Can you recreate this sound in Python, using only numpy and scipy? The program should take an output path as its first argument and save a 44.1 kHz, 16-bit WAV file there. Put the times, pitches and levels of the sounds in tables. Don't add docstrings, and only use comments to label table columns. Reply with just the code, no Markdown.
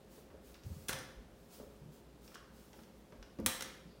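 import sys
import numpy as np
from scipy import signal
from scipy.fft import rfft, irfft, next_fast_len
from scipy.io import wavfile
from scipy.ndimage import map_coordinates

SR = 44100
rng = np.random.default_rng(int(sys.argv[2]) if len(sys.argv) > 2 else 0)


def materialize(psi):
    bounded = np.clip(np.atleast_2d(psi).T, -1, 1)
    quanta = np.round(bounded * 32767).astype(np.int16)
    wavfile.write(sys.argv[1], SR, quanta)


N = 176400
T = np.arange(SR) / SR
TOP_HZ = 15900


def amp(db):
    return 10 ** (np.asarray(db) / 20)


def unit(x):
    return x / np.sqrt(np.mean(x ** 2) + 1e-20)


def along(points, hz):
    point_hz, values = np.transpose(points)
    return np.interp(np.log(hz + 1), np.log(point_hz + 1), values)


def fade(t60_s):
    return np.exp(-np.log(1000) * T / np.maximum(t60_s, 1e-3))


def onset(rise_s):
    return 1 - np.exp(-T / rise_s)


def wobble(knots_per_s, size=N):
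    knots = rng.standard_normal(2048)
    return map_coordinates(knots, [np.arange(size) * knots_per_s / SR], mode="wrap")


def noise(colour, tilt_db_per_octave=0, size=SR):
    hz = np.fft.rfftfreq(size, 1 / SR)
    octaves = np.log2(np.maximum(hz, 500) / 500)
    gain = amp(along(colour, hz) + tilt_db_per_octave * octaves) * (hz < TOP_HZ)
    return unit(irfft(rfft(rng.standard_normal(size)) * gain, size))


def add(track, start_s, sound):
    part = track[max(round(start_s * SR), 0):][:len(sound)]
    part += sound[:len(part)]


def hall(x, wet_db, build_s=0.002):
    # frequency in Hz, tail decay t60 in s.
    tail_t60 = [(100, 1), (500, 0.69), (1500, 0.76), (4000, 0.66), (8000, 0.48), (15000, 0.52)]
    # frequency in Hz, tail spectrum in relative dB.
    tail_colour = [(60, 2), (500, 4.5), (2000, 2.5), (5000, 2.5), (9000, -1), (15000, -2.5)]
    floor_echo_s, floor_echo_db = .0044, -15.5

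    hz, t, spectrum = signal.stft(rng.standard_normal(SR), SR, nperseg=256)
    decay = np.exp(-np.log(1000) * t / along(tail_t60, hz)[:, None])
    gain = amp(along(tail_colour, hz))[:, None] * decay
    tail = signal.istft(spectrum * gain, SR, nperseg=256)[1][:SR] * onset(build_s)
    response = amp(wet_db) * tail / np.linalg.norm(tail)
    response[0] += 1
    response[round(floor_echo_s * SR)] += amp(floor_echo_db)
    return signal.fftconvolve(x, response)[:len(x)]


def room_tone(waver_rad=0.3, air_db=-60.5):
    # frequency in Hz, rms level in dB.
    hum_lines = [(59.2, -68), (220.7, -73), (355.3, -77), (414.5, -73.5), (532.9, -74)]
    # frequency in Hz, air spectrum in relative dB.
    air_colour = [(15, -35), (26, -25), (38, -6), (60, -2), (90, -11), (200, -2.5), (320, -8.5),
                  (520, -10.5), (750, -16.5), (1400, -23.5), (2200, -27.5), (3500, -29), (8000, -35),
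                  (15500, -38.5)]
    t = np.arange(N) / SR
    hum = np.zeros(N)
    for hz, db in hum_lines:
        phase = 2 * np.pi * hz * t + waver_rad * wobble(5.38)
        hum += amp(db) * np.sqrt(2) * np.sin(phase)
    return hum + amp(air_db) * noise(air_colour, size=N)


def clothes(grain_db=0.5, rise_share=0.4):
    # peak time in s, Gaussian fall in s, peak level in dB.
    swishes = [(.14, 0.07, -64.5), (0.477, 0.073, -65), (.665, 0.048, -65), (.77, 0.15, -64),
               (1.42, 0.13, -74), (1.54, 0.062, -59.5), (1.66, 0.14, -73.5), (1.94, 0.047, -67.5),
               (2.26, 0.078, -65), (2.59, .11, -67.5), (2.77, 0.076, -68), (2.97, 0.05, -75)]
    # frequency in Hz, cloth spectrum in relative dB.
    cloth_colour = [(200, 11), (800, 3.5), (2000, -1.5), (5000, 1.5), (8000, 0.5), (12000, -1.5),
                    (15500, 2)]
    t = np.arange(N) / SR
    power = np.zeros(N)
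    for peak_s, fall_s, db in swishes:
        width_s = np.where(t < peak_s, rise_share * fall_s, fall_s)
        power += amp(db) ** 2 * np.exp(-((t - peak_s) / width_s) ** 2)
    grain = amp(grain_db * wobble(170))
    return hall(np.sqrt(power) * noise(cloth_colour, size=N) * grain, wet_db=-11)


def scuffs(rise_s=0.0015):
    # start in s, level in dB, decay t60 in s.
    scuff_rows = [(0.179, -49, 0.048), (.31, -47.5, 0.061), (0.339, -55, 0.21), (1.17, -58, 0.13),
                  (1.598, -49, 0.18), (1.63, -57, 0.26), (2.784, -55, 0.049), (3.125, -52.5, .15),
                  (3.388, -37.5, 0.11)]
    # frequency in Hz, scuff spectrum in relative dB.
    scuff_colour = [(80, 0.5), (250, 0), (560, 1), (750, -12), (1400, -18), (3000, -32.5), (12000, -62)]
    out = np.zeros(N)
    for start_s, db, t60_s in scuff_rows:
        add(out, start_s, amp(db) * noise(scuff_colour) * fade(t60_s) * onset(rise_s))
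    return hall(out, wet_db=-6.5)


def frame_ticks(t60_s=0.032):
    # start in s, level in dB, brightness in dB per octave.
    tick_rows = [(0.302, -58, -6), (.543, -56.5, 2.5), (.553, -55.5, -2), (.635, -57.5, 5.5),
                 (2.278, -56, 3.5), (2.318, -59, -2), (2.344, -54.5, 4), (2.348, -50, 13), (2.356, -48, -3),
                 (2.731, -56.5, 5), (2.74, -55.5, -9), (2.79, -54, -5), (2.835, -58.5, 5),
                 (3.122, -56, -3.5), (3.151, -68, 3), (3.227, -52, 0.5), (3.387, -60, 5), (3.4, -58, 19)]
    # frequency in Hz, tick spectrum in relative dB before brightness.
    tick_colour = [(200, -16.5), (1400, 4.5), (2100, -0.5), (3000, 1), (4200, -6), (5600, -2), (8000, -19),
                   (15000, -34)]
    out = np.zeros(N)
    for start_s, db, tilt in tick_rows:
        add(out, start_s, amp(db) * noise(tick_colour, tilt) * fade(t60_s))
    return hall(out, wet_db=-3.5)


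def thuds(rise_s=0.0021):
    # start in s, level in dB, pitch in Hz, decay t60 in s.
    thud_rows = [(0.647, -43, 90.4, 0.21), (0.663, -35.5, 131, 0.1), (0.703, -37, 86.4, 0.23),
                 (.716, -40, 178, 0.073), (.764, -40, 141, 0.1), (.895, -49, 129.6, 0.53),
                 (1.158, -47, 44, 0.44), (1.6, -51.5, 226.6, 0.091), (1.814, -45.5, 147, 0.19),
                 (1.858, -43, 160, 0.14), (1.885, -45.5, 152, 0.11), (3.179, -46.5, 44, 0.27),
                 (3.389, -36.5, 214.5, 0.21), (3.3885, -38.5, 460, 0.062), (3.413, -41, 71, .2),
                 (3.439, -36.5, 197, 0.11), (3.464, -36.5, 97, 0.13), (3.465, -38, 239.4, 0.13),
                 (3.855, -46, 179, 0.11)]
    out = np.zeros(N)
    for start_s, db, hz, t60_s in thud_rows:
        swing = np.sin(2 * np.pi * hz * T + .5 * wobble(71, size=SR))
        add(out, start_s, amp(db) * swing * fade(t60_s) * onset(rise_s))
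    return hall(out, wet_db=-19)


def pin_rattle():
    # start in s, level in dB, brightness in dB per octave, decay t60 in s.
    pin_rows = [(0.8841, -36.5, 1.5, 0.11), (0.932, -39, -3.5, 0.032), (.988, -46.5, 1, 0.022),
                (3.608, -36, -2.5, 0.017), (3.6095, -38.5, -5, 0.023), (3.6231, -34.5, 0, .022)]
    # frequency in Hz, click spectrum in relative dB before brightness.
    pin_colour = [(200, -14), (1500, -5), (3200, -2), (4600, -5), (5500, 1), (6700, -1), (7700, -7),
                  (9200, 0), (11000, -10), (15500, -9)]
    out = np.zeros(N)
    for start_s, db, tilt, t60_s in pin_rows:
        add(out, start_s, amp(db) * noise(pin_colour, tilt) * fade(t60_s))
    return hall(out, wet_db=-4)


def tube_clacks():
    # start in s, level in dB, brightness in dB per octave,
    # ring in dB over ring_db, hollow body in dB over body_db.
    clack_rows = [(0.8929, -36.5, 0, -3, 10), (.8942, -33.5, -2.5, -3.5, -3.5), (0.9294, -38.5, -2, 0, 5.5),
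                  (3.462, -21.5, 1, -7, -6), (3.4662, -30, 0, -5, 2.5), (3.6235, -49, -1, -6, 12)]
    # mode frequency in Hz, relative level in dB before brightness, decay t60 in s.
    tube_modes = [(524, -1, .6), (1150, -6, .25), (1545, -4, .25), (1790, -2, .35), (2078, -7, .3),
                  (2400, -7, .15), (2910, -8, .22), (3890, -10, .3), (4045, -5, .28), (5020, -8, .2),
                  (5650, -8, .25), (8200, -5, .1), (8775, -2, .12), (14025, -2, .08)]
    # frequency in Hz, crack spectrum in relative dB before brightness.
    clack_colour = [(100, 1), (500, -5.5), (900, 0), (1700, -3), (3300, 0.5), (5500, -4.5), (7000, -4),
                    (9000, 3), (11000, -2), (12800, -2), (15300, -5.5)]
    # frequency in Hz, hollow body spectrum in relative dB.
    body_colour = [(100, -3), (250, -4.5), (520, -7), (750, -6.5), (1100, -0.5), (1400, -2), (1750, 3),
                   (2150, 5.5), (2700, -24), (6000, -20), (12000, -45)]
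    crack_t60_s, buzz_t60_s = 0.0091, 0.073
    buzz_db, ring_db, body_db = -9.5, -20, -10

    out = np.zeros(N)
    for start_s, db, tilt, ring_offset_db, body_offset_db in clack_rows:
        crack = noise(clack_colour, tilt) + amp(body_db + body_offset_db) * noise(body_colour)
        crack = crack * (fade(crack_t60_s) + amp(buzz_db) * fade(buzz_t60_s))
        ring = np.zeros(SR)
        for hz, mode_db, t60_s in tube_modes:
            phase = 2 * np.pi * hz * T + 2 * wobble(.012 * hz + 10, size=SR)
            ring += amp(mode_db + tilt * np.log2(hz / 2000)) * fade(t60_s) * np.sin(phase)
        clack = crack + amp(ring_db + ring_offset_db) * ring
        add(out, start_s, hall(amp(db) * clack, wet_db=-4))
    return out


def squeak(start_s=3.85, length_s=0.12, from_hz=5100, to_hz=4200, db=-76):
    out = np.zeros(N)
    progress = np.minimum(T / length_s, 1)
    jitter = 1 + 0.071 * wobble(1200, size=SR)
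    hz = (from_hz + (to_hz - from_hz) * progress) * jitter
    tone = np.sin(2 * np.pi * np.cumsum(hz) / SR)
    add(out, start_s, amp(db) * np.sin(np.pi * progress) * tone)
    return hall(out, wet_db=1)


def scene():
    steps = scuffs() + thuds()
    crutches = frame_ticks() + pin_rattle() + tube_clacks() + squeak()
    return (room_tone() + clothes() + steps + crutches)[None]


def record(dry, low_cut_hz=34):
    size = next_fast_len(N + SR // 2)
    high_pass = signal.butter(4, low_cut_hz, "high", fs=SR, output="sos")
    dry = signal.sosfilt(high_pass, dry)
    in_band = np.fft.rfftfreq(size, 1 / SR) < TOP_HZ
    return irfft(rfft(dry, size) * in_band, size)[..., :N]


dry = scene()
out = record(dry)
materialize(out)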